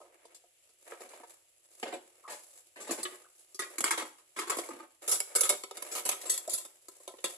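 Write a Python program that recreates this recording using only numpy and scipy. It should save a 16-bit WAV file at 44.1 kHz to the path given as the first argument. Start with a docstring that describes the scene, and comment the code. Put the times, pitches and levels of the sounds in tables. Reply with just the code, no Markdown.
"""Kitchenware from a plastic basin is unloaded into a concrete outdoor sink: the cutting board is pulled out
and then lands, two light plates, a cup, a plastic tub, a ceramic dish and bowls knock in turn. Each contact is
a tick and a chatter of rim on rim that rings decaying modes; slides are uneven noise and squeaks are gliding
sines. The trough and yard walls answer with short decaying responses. A phone close above, with two resonant
microphone ports, hears it over faint hiss and low rumble."""
import sys
import numpy as np
from scipy import signal
from scipy.fft import rfft, irfft
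from scipy.io import wavfile

SR = 44100
rng = np.random.default_rng(int(sys.argv[2]) if len(sys.argv) > 2 else 0)


def store_pcm(level_fs):
    """Save levels as 16-bit WAV."""
    pcm = np.round(np.clip(level_fs, -1, 1) * 32767).astype(np.int16)
    wavfile.write(sys.argv[1], SR, np.atleast_2d(pcm).T)


N = 325061


def board_pulled_out():
    """The cutting board is pulled out of the basin: dull, short modes with little bass and a softened tick."""
    # Contacts. Each row: start in seconds, thud, ring and edge in dB before the object's gain,
    # drag of the rim in seconds, time to the first bounce in seconds (up to 5 ms: no bounce).
    hits = [(0.002, -49.5, -59.5, -66.5, 0.038, 0), (0.252, -54.5, -70, -63, 0.0047, 0),
            (0.346, -73, -74, -56.5, 0.005, 0.0079), (0.438, -63, -74, -77, 0.009, 0.0013),
            (0.69, -70.5, -72, -69.5, 0.02, 0.00042), (0.92, -42.5, -45, -78, 0.0016, 0.0061),
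            (1.005, -47.5, -57, -59, 0.0093, 0.037), (1.089, -79, -72, -60.5, 0.0035, 0.0026),
            (1.134, -51, -49.5, -63, 0.0076, 0.003), (1.199, -53, -67, -78, 0.0091, 0),
            (1.232, -50, -48, -68, 0.0073, 0.0021)]
    # Modes of the board while it is pulled out. Each row: frequency in Hz, relative strength in dB, t60 in
    # seconds.
    modes = [(352, -2, 0.13), (450, 6.5, 0.04), (623, 4.5, 0.025), (740, 6.5, 0.022), (980, 11, 0.023),
             (1306, 2, 0.051), (1290, 9, 0.024), (1660, 2, 0.044)]
    return knocks(hits, modes, crack_db=-3, crack_hz=590, crack_t60=0.098, overtone_db=-7,
                  gain_db=-2, lowest_hz=422, soft_hz=2000)


def cutting_board():
    """A board lands: low, strongly damped modes and a soft tick."""
    # Contacts. Each row: start in seconds, thud, ring and edge in dB before the object's gain,
    # drag in seconds, time to the first bounce in seconds (up to 5 ms: no bounce).
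    hits = [(1.828, -36.5, -38.5, -55, 0.0038, 0.026), (1.877, -45, -46, -59.5, 0.03, 0),
            (1.924, -41.5, -43.5, -61, 0.0091, 0.00076), (1.937, -41, -48.5, -57.5, 0.0086, 0.017)]
    # Modes of the board. Each row: frequency in Hz, relative strength in dB, t60 in seconds.
    modes = [(368, 0.5, 0.035), (448.5, -0.5, .11), (542, -3.5, 0.098), (722, -3.5, 0.047),
             (818, 3.5, 0.009), (1050, -11, 0.028), (1730, -6.5, 0.014), (2100, -18, 0.033)]
    return knocks(hits, modes, crack_db=5, crack_hz=600, crack_t60=0.066, overtone_db=-5,
                  gain_db=0.5, lowest_hz=200, soft_hz=1920)


def saucer():
    """The first light plate: mostly low, short modes under a longer, quiet crack."""
    # Contacts. Each row: start in seconds, thud, ring and edge in dB before the object's gain,
    # drag in seconds, time to the first bounce in seconds (up to 5 ms: no bounce).
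    hits = [(2.277, -64, -45.5, -59, 0.037, 0.002), (2.296, -54.5, -42.5, -47, 0.038, 0.025),
            (2.759, -49.5, -46.5, -59, 0.072, 0.0019), (2.802, -49, -49, -49.5, 0.032, 0.045),
            (2.871, -50, -44, -53, 0.031, 0), (2.892, -38, -42.5, -66, 0.0048, 0.003),
            (2.908, -35, -38.5, -38.5, 0.0057, 0.014), (2.982, -43.5, -45, -51, 0.012, 0.014)]
    # Modes of the saucer. Each row: frequency in Hz, relative strength in dB, t60 in seconds.
    modes = [(235, -3.5, 0.02), (335, -2.5, 0.074), (422, 4, 0.031), (603, -1.5, 0.023), (850, -5.5, 0.05),
             (1024, -12.5, 0.032), (1140, -18, 0.034), (1490, -14.5, 0.02), (1830, -9, 0.0057)]
    return knocks(hits, modes, crack_db=-5.5, crack_hz=900, crack_t60=0.14, overtone_db=-14,
                  gain_db=-1, lowest_hz=30, soft_hz=9450)


def plate():
    """The second light plate: modes spread far upward ring a little longer."""
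    # Contacts. Each row: start in seconds, thud, ring and edge in dB before the object's gain,
    # drag in seconds, time to the first bounce in seconds (up to 5 ms: no bounce).
    hits = [(3.0305, -55, -55.5, -46.5, .001, 0.00059), (3.052, -48, -43.5, -87, 0.0041, 0.00028),
            (3.115, -57.5, -63, -86, 0.02, 0.0069), (3.5455, -63, -72.5, -56.5, 0.0039, 0.0034),
            (3.592, -47, -41, -46, 0.0079, 0.026)]
    # Modes of the plate. Each row: frequency in Hz, relative strength in dB, t60 in seconds.
    modes = [(375, 0, .13), (405, -4, .1), (1095, -1, .14), (1220, -1, .09), (1450, -4, .09),
             (1700, -6, .05), (1916, 2, .16), (1990, -4, .06), (2094, -9, .12), (2420, -9, .08),
             (3295, -7, .09), (3680, -10, .06), (4580, -6, .12), (5490, -13, .07), (6072, -9, .1)]
    return knocks(hits, modes, crack_db=-0.5, crack_hz=1200, crack_t60=0.078, overtone_db=-3.5,
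                  gain_db=5, lowest_hz=60, soft_hz=8250)


def cup():
    """A cup rattles: a cluster of middle modes with a few longer ones."""
    # Contacts. Each row: start in seconds, thud, ring and edge in dB before the object's gain,
    # drag in seconds, time to the first bounce in seconds (up to 5 ms: no bounce).
    hits = [(3.782, -44.5, -42.5, -41.5, 0.0038, 0), (3.806, -40.5, -40.5, -39.5, 0.0023, 0.0014),
            (3.8408, -40.5, -30.5, -33.5, .0012, .014), (3.877, -48.5, -37, -46, .008, 0),
            (3.9078, -44, -29.5, -35, 0.0072, 0.015), (3.975, -41, -34.5, -42, 0.022, 0.021),
            (4.018, -42.5, -42.5, -55, 0.022, 0.00014), (4.182, -79, -64, -68, .013, 0.0013),
            (4.362, -42.5, -38.5, -47.5, 0.063, 0.00023), (4.388, -41, -35, -42.5, .012, .027),
            (4.472, -45, -43.5, -51.5, .016, 0), (4.497, -38, -32, -39, 0.0053, 0.019),
            (4.569, -41.5, -46, -45.5, 0.0045, 0.0022), (4.585, -35, -39, -44, 0.0078, 0.00054)]
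    # Modes of the cup. Each row: frequency in Hz, relative strength in dB, t60 in seconds.
    modes = [(338.4, -0.5, 0.094), (423, 3.5, 0.042), (895, -0.5, 0.019), (1004, -5.5, 0.11),
             (1113, 3, 0.032), (1285, -4, 0.027), (1350, -0.5, 0.02), (1600, -5, 0.033), (1810, -15, 0.035),
             (1910, -7.5, 0.14), (2170, -2, 0.0177), (3314, -4.5, 0.082), (4510, -17, 0.029)]
    return knocks(hits, modes, crack_db=-0.5, crack_hz=1210, crack_t60=0.043, overtone_db=-8,
                  gain_db=-0.5, lowest_hz=39.8, soft_hz=10000)


def tub():
    """A hollow plastic tub: low modes below 2 kHz and only a faint crack."""
    # Contacts. Each row: start in seconds, thud, ring and edge in dB before the object's gain,
    # drag in seconds, time to the first bounce in seconds (up to 5 ms: no bounce).
    hits = [(4.688, -41, -51, -56.5, 0.0022, 0.046), (4.705, -54, -46, -61.5, 0.011, 0.0022),
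            (4.8, -52, -49.5, -70, 0.0071, .023)]
    # Modes of the hollow tub. Each row: frequency in Hz, relative strength in dB, t60 in seconds.
    modes = [(270.4, -2, .09), (287.7, -1, 0.039), (343, 2.5, 0.075), (503, -9, 0.042), (886, -5, 0.051),
             (1078, -12.5, 0.065), (1200, -3.5, 0.028), (1580, -13, .05), (1930, -15, 0.018)]
    return knocks(hits, modes, crack_db=-10.0, crack_hz=900, crack_t60=0.041, overtone_db=-13,
                  gain_db=-0.5, lowest_hz=100, soft_hz=8000)


def dish():
    """A ceramic dish: a hard tick, a bright short crack and longer treble modes."""
    # Contacts. Each row: start in seconds, thud, ring and edge in dB before the object's gain,
    # drag in seconds, time to the first bounce in seconds (up to 5 ms: no bounce).
    hits = [(5.0775, -42.5, -40, -33, 0.0068, 0.00071), (5.091, -48, -39.5, -29.5, 0.047, 0),
            (5.1145, -40.5, -36.5, -26.5, 0.017, 0.026), (5.2025, -45, -38.5, -35.5, 0.0034, 0),
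            (5.351, -37.5, -36, -31.5, 0.0084, 0.00023), (5.358, -37.5, -36, -28, 0.0084, .024),
            (5.408, -38, -37, -26.5, 0.0047, 0.0026), (5.432, -41.5, -33, -32, 0.02, 0.02),
            (5.492, -39, -32, -26.5, 0.011, 0.00036), (5.498, -32, -33.5, -35.5, 0.0058, 0.025),
            (5.636, -43.5, -41, -48, 0.0016, 0.000088), (5.71, -41, -46, -54.5, .0017, 0.000099),
            (5.77, -48.5, -46, -47.5, 0.0067, 0), (5.823, -49, -42.5, -42, 0.0028, 0.0049),
            (5.914, -42, -41.5, -38, 0.04, 0), (5.951, -41, -36, -35, 0.029, 0.025),
            (6.052, -37.5, -36, -35, 0.033, 0.001), (6.0905, -39, -31.5, -29.5, 0.0039, 0.022)]
    # Modes of the dish. Each row: frequency in Hz, relative strength in dB, t60 in seconds.
    modes = [(390.4, -2, 0.1), (463, 2.5, 0.05), (581, 0, 0.049), (755, -2, 0.079), (985, 1.5, 0.04),
             (1190, 1.5, 0.019), (1300, 1, 0.081), (1380, 3.5, 0.0081), (2194, -2, 0.09), (3316, -5, 0.14),
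             (3690, -4, 0.14), (4600, -30, 0.14), (5670, -5, 0.072)]
    return knocks(hits, modes, crack_db=6.5, crack_hz=3540, crack_t60=0.019, overtone_db=-8.5,
                  gain_db=-3, lowest_hz=328, soft_hz=15500)


def bowls():
    """Bowls touch: hard ticks ring many modes far into the treble."""
    # Contacts. Each row: start in seconds, thud, ring and edge in dB before the object's gain,
    # drag in seconds, time to the first bounce in seconds (up to 5 ms: no bounce).
    hits = [(6.213, -62, -52, -48.5, 0.0098, 0), (6.255, -45, -48.5, -46.5, .027, 0.0014),
            (6.296, -45.5, -39.5, -30, 0.019, 0.039), (6.3765, -75, -47.5, -40, 0.0011, 0.0023),
            (6.477, -49, -59, -50, .0034, 0.0012), (6.494, -48.5, -46.5, -38.5, 0.041, 0),
            (6.532, -50.5, -46, -33.5, 0.01, 0.045), (6.65, -52, -57, -52.5, 0.0086, 0.00023),
            (6.8835, -52.5, -74, -53, 0.0025, 0.00074), (7.002, -58.5, -79, -67, 0.0062, 0),
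            (7.077, -44, -50, -51, 0.00089, 0.0051), (7.138, -51, -72, -81, 0.0021, 0),
            (7.185, -54.5, -56.5, -67, 0.0023, 0.0042), (7.241, -37, -35, -39, 0.0028, .008)]
    # Modes of the bowls. Each row: frequency in Hz, relative strength in dB, t60 in seconds.
    modes = [(386, -4, 0.091), (520, -2.5, 0.017), (693, -14, 0.047), (1024, 3.5, 0.066), (1328, 4, 0.081),
             (1906, 4, 0.029), (3310, 6, 0.09), (3630, 9, 0.066), (3980, -14, 0.076), (5050, 3, 0.08),
             (6300, -1, 0.079), (7730, 4, 0.079), (8140, 1, .14), (8970, 6, 0.069), (10070, 0, 0.033),
             (12200, 9, 0.073), (11600, 4, 0.069)]
    return knocks(hits, modes, crack_db=3.5, crack_hz=2620, crack_t60=0.019, overtone_db=-3.5,
                  gain_db=-1.5, lowest_hz=244, soft_hz=15300)


def knocks(hits, modes, crack_db, crack_hz, crack_t60, overtone_db, gain_db, lowest_hz, soft_hz,
           thud_hz=750, edge_hz=4000):
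    """All contacts of one object: main modes, its own overtones and a crack, weighted as thud, ring and edge."""
    t = seconds(.2)
    level_span = .02 * SR  # samples over which a part's energy gives its level
    overtone_hz = np.linspace(1500, 13800, 48) + rng.uniform(-120, 120, 48)
    overtones = [(hz, 0, .055) for hz in overtone_hz]
    out = np.zeros((2, N + len(t)))
    for start, *levels_db, drag in bounces(hits):
        crack = unit(band(diffuse(len(t)), crack_hz, "high", order=1) * fade(t, crack_t60))
        clink = unit(band(ring(overtones, t, scatter_db=4, detune=.022), crack_hz, "high", order=1))
        bright = crack + undb(overtone_db) * clink
        body = ring(modes, t, scatter_db=2.4, detune=.01) + undb(crack_db) * bright
        # plastic is softer than ceramic
        force = band(contact(t, max(drag, .001)), min(soft_hz, SR / 2 - SR / 20), "low", order=1)
        sound = signal.fftconvolve(force[None], body, axes=1)[:, :len(t)]
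        # a flat blow brings out the thud, a hard rim the edge
        thud = band(band(sound, thud_hz, "low"), lowest_hz, "high", order=1)
        middle = band(sound, [thud_hz, edge_hz], "band")
        edge = band(sound, edge_hz, "high")
        weighted = sum(undb(db) * unit(part) for db, part in zip(levels_db, [thud, middle, edge]))
        at = max(int(start * SR), 0)
        out[:, at:at + len(t)] += weighted * np.sqrt(level_span)
    return out[:, :N] * undb(gain_db)


def bounces(hits, count=2, shrink=0.6, bounce_drag_s=0.013):
    """Each contact; if the object is loose, bounces follow, each sooner and weaker and with a short drag."""
    # What each bounce takes away. One row: thud, ring and edge loss in dB.
    loss_db = np.array((6.5, 5.5, 10))
    for start, thud_db, ring_db, edge_db, drag, gap in hits:
        levels_db = np.array([thud_db, ring_db, edge_db])
        yield start, *levels_db, drag
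        for k in range(count if gap > .005 else 0):
            start = start + gap * shrink ** k
            yield start, *(levels_db - (k + 1) * loss_db), bounce_drag_s


def contact(t, drag, catches_per_s=2400, clean_drag=0.005):
    """Force of one contact: a tick, then the rim catches and slips; the longer it drags, the weaker the tick."""
    catches = (rng.random(len(t)) < catches_per_s / SR) * rng.standard_normal(len(t))
    force = unit(catches * np.exp(-t / drag))
    force[0] += clean_drag / (drag + .003)
    return force


def ring(modes, t, scatter_db, detune, apart_hz=2200):
    """Decaying modes, left and right; the spot struck and the grip change their strength and pitch."""
    hz, db, t60 = np.transpose(modes)
    size, shift, sign, angle = rng.standard_normal((4, len(hz)))
    phase = np.float32(np.outer(2 * np.pi * hz * (1 + detune * shift), t))
    decay = unit(fade(np.float32(t), np.float32(t60[:, None])))
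    gain = np.sign(sign) * undb(db + scatter_db * size)
    # short waves reach the two microphones out of step
    offset = np.array([angle, -angle]) * np.minimum(hz / apart_hz, 1)
    in_step = gain * np.cos(offset) @ (np.sin(phase) * decay)
    out_of_step = gain * np.sin(offset) @ (np.cos(phase) * decay)
    return unit(in_step + out_of_step)


def sliding(body_db=-3, scratch_db=-7, rustle_swell_db=5):
    """Wet surfaces rub: dense uneven slips, dull in the bodies and scratchy at the rims."""
    # One thing slides over another. Each row: start in seconds, length in seconds,
    # rub and scratch in dB before the body and scratch gains.
    strokes = [(0.0, 0.33, -66.5, -75), (0.851, 0.34, -54, -57), (1.26, 0.067, -65, -60),
               (2.003, 0.3, -66.5, -66.5), (2.385, 0.15, -68.5, -56.5), (2.892, 0.26, -52, -51.5),
               (3.315, 0.097, -73, -58), (3.627, 0.089, -54, -54), (3.815, 0.044, -43, -55),
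               (4.03, 0.051, -57.5, -54), (4.498, 0.1, -42.5, -43), (4.719, 0.061, -50.5, -56),
               (5.01, 0.11, -50.5, -49), (5.07, 0.041, -44.5, -56), (5.256, 0.2, -52.5, -53),
               (5.73, 0.56, -50.5, -50.5), (6.359, 0.25, -56, -70), (6.872, 0.45, -68, -59.5),
               (7.238, 0.081, -52.5, -46)]
    # The hands never quite rest. One row: rub and scratch in dB before the same gains.
    rustle_db = (-75.5, -66.5)
    # Dull colour of the rubbing bodies. Each row: frequency in Hz, relative level in dB per Hz.
    rub_colour = [(120, -20), (220, -23), (340, 3), (600, 2), (1100, -6.5), (2200, -8), (4000, -20.5),
                  (8000, -55)]
    power = np.outer(undb(rustle_db), undb(rustle_swell_db * wander(count=70))) ** 2
    for start, length, *levels_db in strokes:
        power += np.outer(undb(levels_db), stroke(start, length)) ** 2
    rub, rim = np.sqrt(power)
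    unevenness_db = 3.8 * wander(count=2200) + 2.8 * wander(count=300)
    slips = diffuse(N) * undb(unevenness_db)
    body = colour(slips, rub_colour)
    scratch = unit(band(slips, 3260, "high", order=2)) * np.sqrt(N)
    return body * rub * undb(body_db) + scratch * rim * undb(scratch_db)


def stroke(start, length, attack_s=0.019, t60_s=0.42):
    """Speed of one slide: it picks up, holds and dies away."""
    t = np.arange(N) / SR - start
    return np.clip(t / attack_s, 0, 1) * fade(np.maximum(t - length, 0), t60_s)


def squeaks(jitter=.1, flutter_db=4):
    """A wet rim pulled free sticks and slips at a gliding, unsteady rate."""
    # Squeaks. Each row: start in seconds, length in seconds, first and last pitch in Hz before jitter,
    # level in dB before flutter.
    pulls = [(2.236, 0.039, 1160, 1130, -47.5), (2.265, 0.042, 1123, 1067, -49),
             (3.241, 0.035, 1467, 1214, -56), (5.345, 0.1134, 1490, 1300, -46),
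             (6.474, 0.015, 501, 780, -36), (7.098, 0.018, 561, 770.6, -51), (7.143, 0.0099, 615, 960, -58)]
    out, unsteady, grip = np.zeros(N), wander(count=4000), wander(count=1800)
    for start, length, first_hz, last_hz, db in pulls:
        at = int(start * SR) + np.arange(int(length * SR))
        hz = np.linspace(first_hz, last_hz, len(at)) * (1 + jitter * unsteady[at])
        phase = 2 * np.pi * np.cumsum(hz) / SR
        envelope = signal.windows.tukey(len(at), .5)
        out[at] += np.sin(phase) * envelope * undb(db + flutter_db * grip[at])
    return out


def sink(x, near_db=-4, near_t60=0.05, yard_db=-10, yard_t60=0.41, trough_db=-28):
    """Direct sound, quick reflections from pots and concrete, the trough's hum and the yard's short tail."""
    # Resonances of the trough and the pots standing in it.
    # Each row: frequency in Hz, relative strength in dB, t60 in seconds.
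    trough_modes = [(363.5, -4.5, 0.36), (461, -9.5, 0.15), (735, -3, 0.29), (1019, -9.5, .25),
                    (1080, -7, .4)]
    t = seconds(.6)
    near = unit(band(diffuse(len(t)), 1010, "high", order=1) * fade(t, near_t60))
    yard = unit(diffuse(len(t)) * fade(t, yard_t60) * (1 - np.exp(-t / 0.0054)))
    trough = ring(trough_modes, t, scatter_db=0, detune=0)
    response = undb(near_db) * near + undb(yard_db) * yard + undb(trough_db) * trough
    # direct sound: the right microphone is three samples nearer
    response[[0, 1], [3, 0]] += 1
    return signal.fftconvolve(x, response, axes=1)[:, :N]


def hiss(level_db=-73):
    """Faint outdoor hiss: coloured noise that wavers slightly."""
    # Colour of the hiss. Each row: frequency in Hz, relative level in dB per Hz.
    hiss_colour = [(150, -32.5), (300, -20), (550, 6.5), (900, -12.5), (1800, -2.5), (2800, 4.5),
                   (4200, -3.5), (6500, -5), (11000, -6), (15000, -8.5)]
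    waver_db = 1.3 * wander(count=30) + 1.2 * wander(count=220)
    return colour(diffuse(N), hiss_colour) * undb(level_db + waver_db)


def low_rumble(level_db=-92.5):
    """Very quiet bass noise, partly shared by the two channels."""
    # Colour of the rumble. Each row: frequency in Hz, relative level in dB per Hz.
    rumble_colour = [(20, -2.5), (50, -0.5), (115, 3.5), (170, -5), (400, -36)]
    noise = rng.standard_normal((2, N)) + rng.standard_normal(N)
    return colour(noise, rumble_colour) * undb(level_db)


def port(x, hz, width, db, dip_hz, dip_width, depth):
    """A microphone's sound hole: one resonance and one dip."""
    def around(centre, span):
        return signal.lfilter(*signal.iirpeak(centre, centre / span, fs=SR), x)

    x = x - np.clip(depth, 0, 1) * around(dip_hz, dip_width)
    return x + undb(db) * around(hz, width)


def diffuse(count, apart_hz=650):
    """Noise from all sides: alike at both microphones in the bass, unrelated in the treble."""
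    mid, side = rng.standard_normal((2, count))
    side = band(side, apart_hz, "high", order=2)
    return np.array([mid + side, mid - side])


def wander(count):
    """Straight segments through count normal random points spread over the scene."""
    return np.interp(np.arange(N), np.linspace(0, N, count), rng.standard_normal(count))


def colour(x, points):
    """Shape the spectrum of x by (Hz, dB) points and give each channel an rms of one."""
    hz, db = np.transpose(points)
    f = np.arange(N // 2 + 1) * SR / N
    gain = undb(np.interp(np.log(f + 1), np.log(hz), db))
    return unit(irfft(rfft(x) * gain, N)) * np.sqrt(N)


def band(x, hz, kind, order=3):
    """Causal Butterworth filter."""
    return signal.sosfilt(signal.butter(order, hz, kind, fs=SR, output="sos"), x)


def fade(t, t60):
    """Free decay, 60 dB in t60 seconds."""
    return np.exp(-np.log(1000) * t / t60)


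def seconds(length):
    """Time axis of a short sound."""
    return np.arange(int(length * SR)) / SR


def unit(x):
    """Scale to an energy of one."""
    return x / np.sqrt(np.sum(x ** 2, axis=-1, keepdims=True) + 1e-20)


def undb(db):
    """Decibels to gain."""
    return 10 ** (np.asarray(db) / 20)


def scene():
    """The objects in the order they are handled, with squeaks and slides, heard in the sink over hiss."""
    objects = board_pulled_out() + cutting_board() + saucer() + plate() + cup() + tub() + dish() + bowls()
    return sink(objects + squeaks() + sliding()) + hiss()


def record(dry, low_cut_hz=230, deep_db=-20, right_db=1.33, dull_hz=12600, top_hz=14250):
    """The phone scoops out the upper bass, each microphone port resonates at its own pitch, the top is cut."""
    # Left, then right microphone port. Each row: resonance in Hz, its width in Hz, its added level in dB,
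    # dip in Hz, its width in Hz, depth of the dip from 0 to 1.
    port_shapes = [(7520, 820, 13.5, 13200, 4800, 0.64), (10660, 890, 12, 4500, 5700, 0.14)]
    deep = band(dry, [35, 110], "band", order=3)
    thin = band(dry, low_cut_hz, "high", order=8) + undb(deep_db) * deep
    ported = [port(x, *shape) for x, shape in zip(thin, port_shapes)]
    balance = undb([[-right_db / 2], [right_db / 2]])  # right louder than left by right_db
    heard = band(balance * ported, dull_hz, "low")
    top_cut = signal.ellip(10, .2, 70, top_hz, fs=SR, output="sos")
    return signal.sosfilt(top_cut, heard + low_rumble())


dry = scene()
out = record(dry)
store_pcm(out)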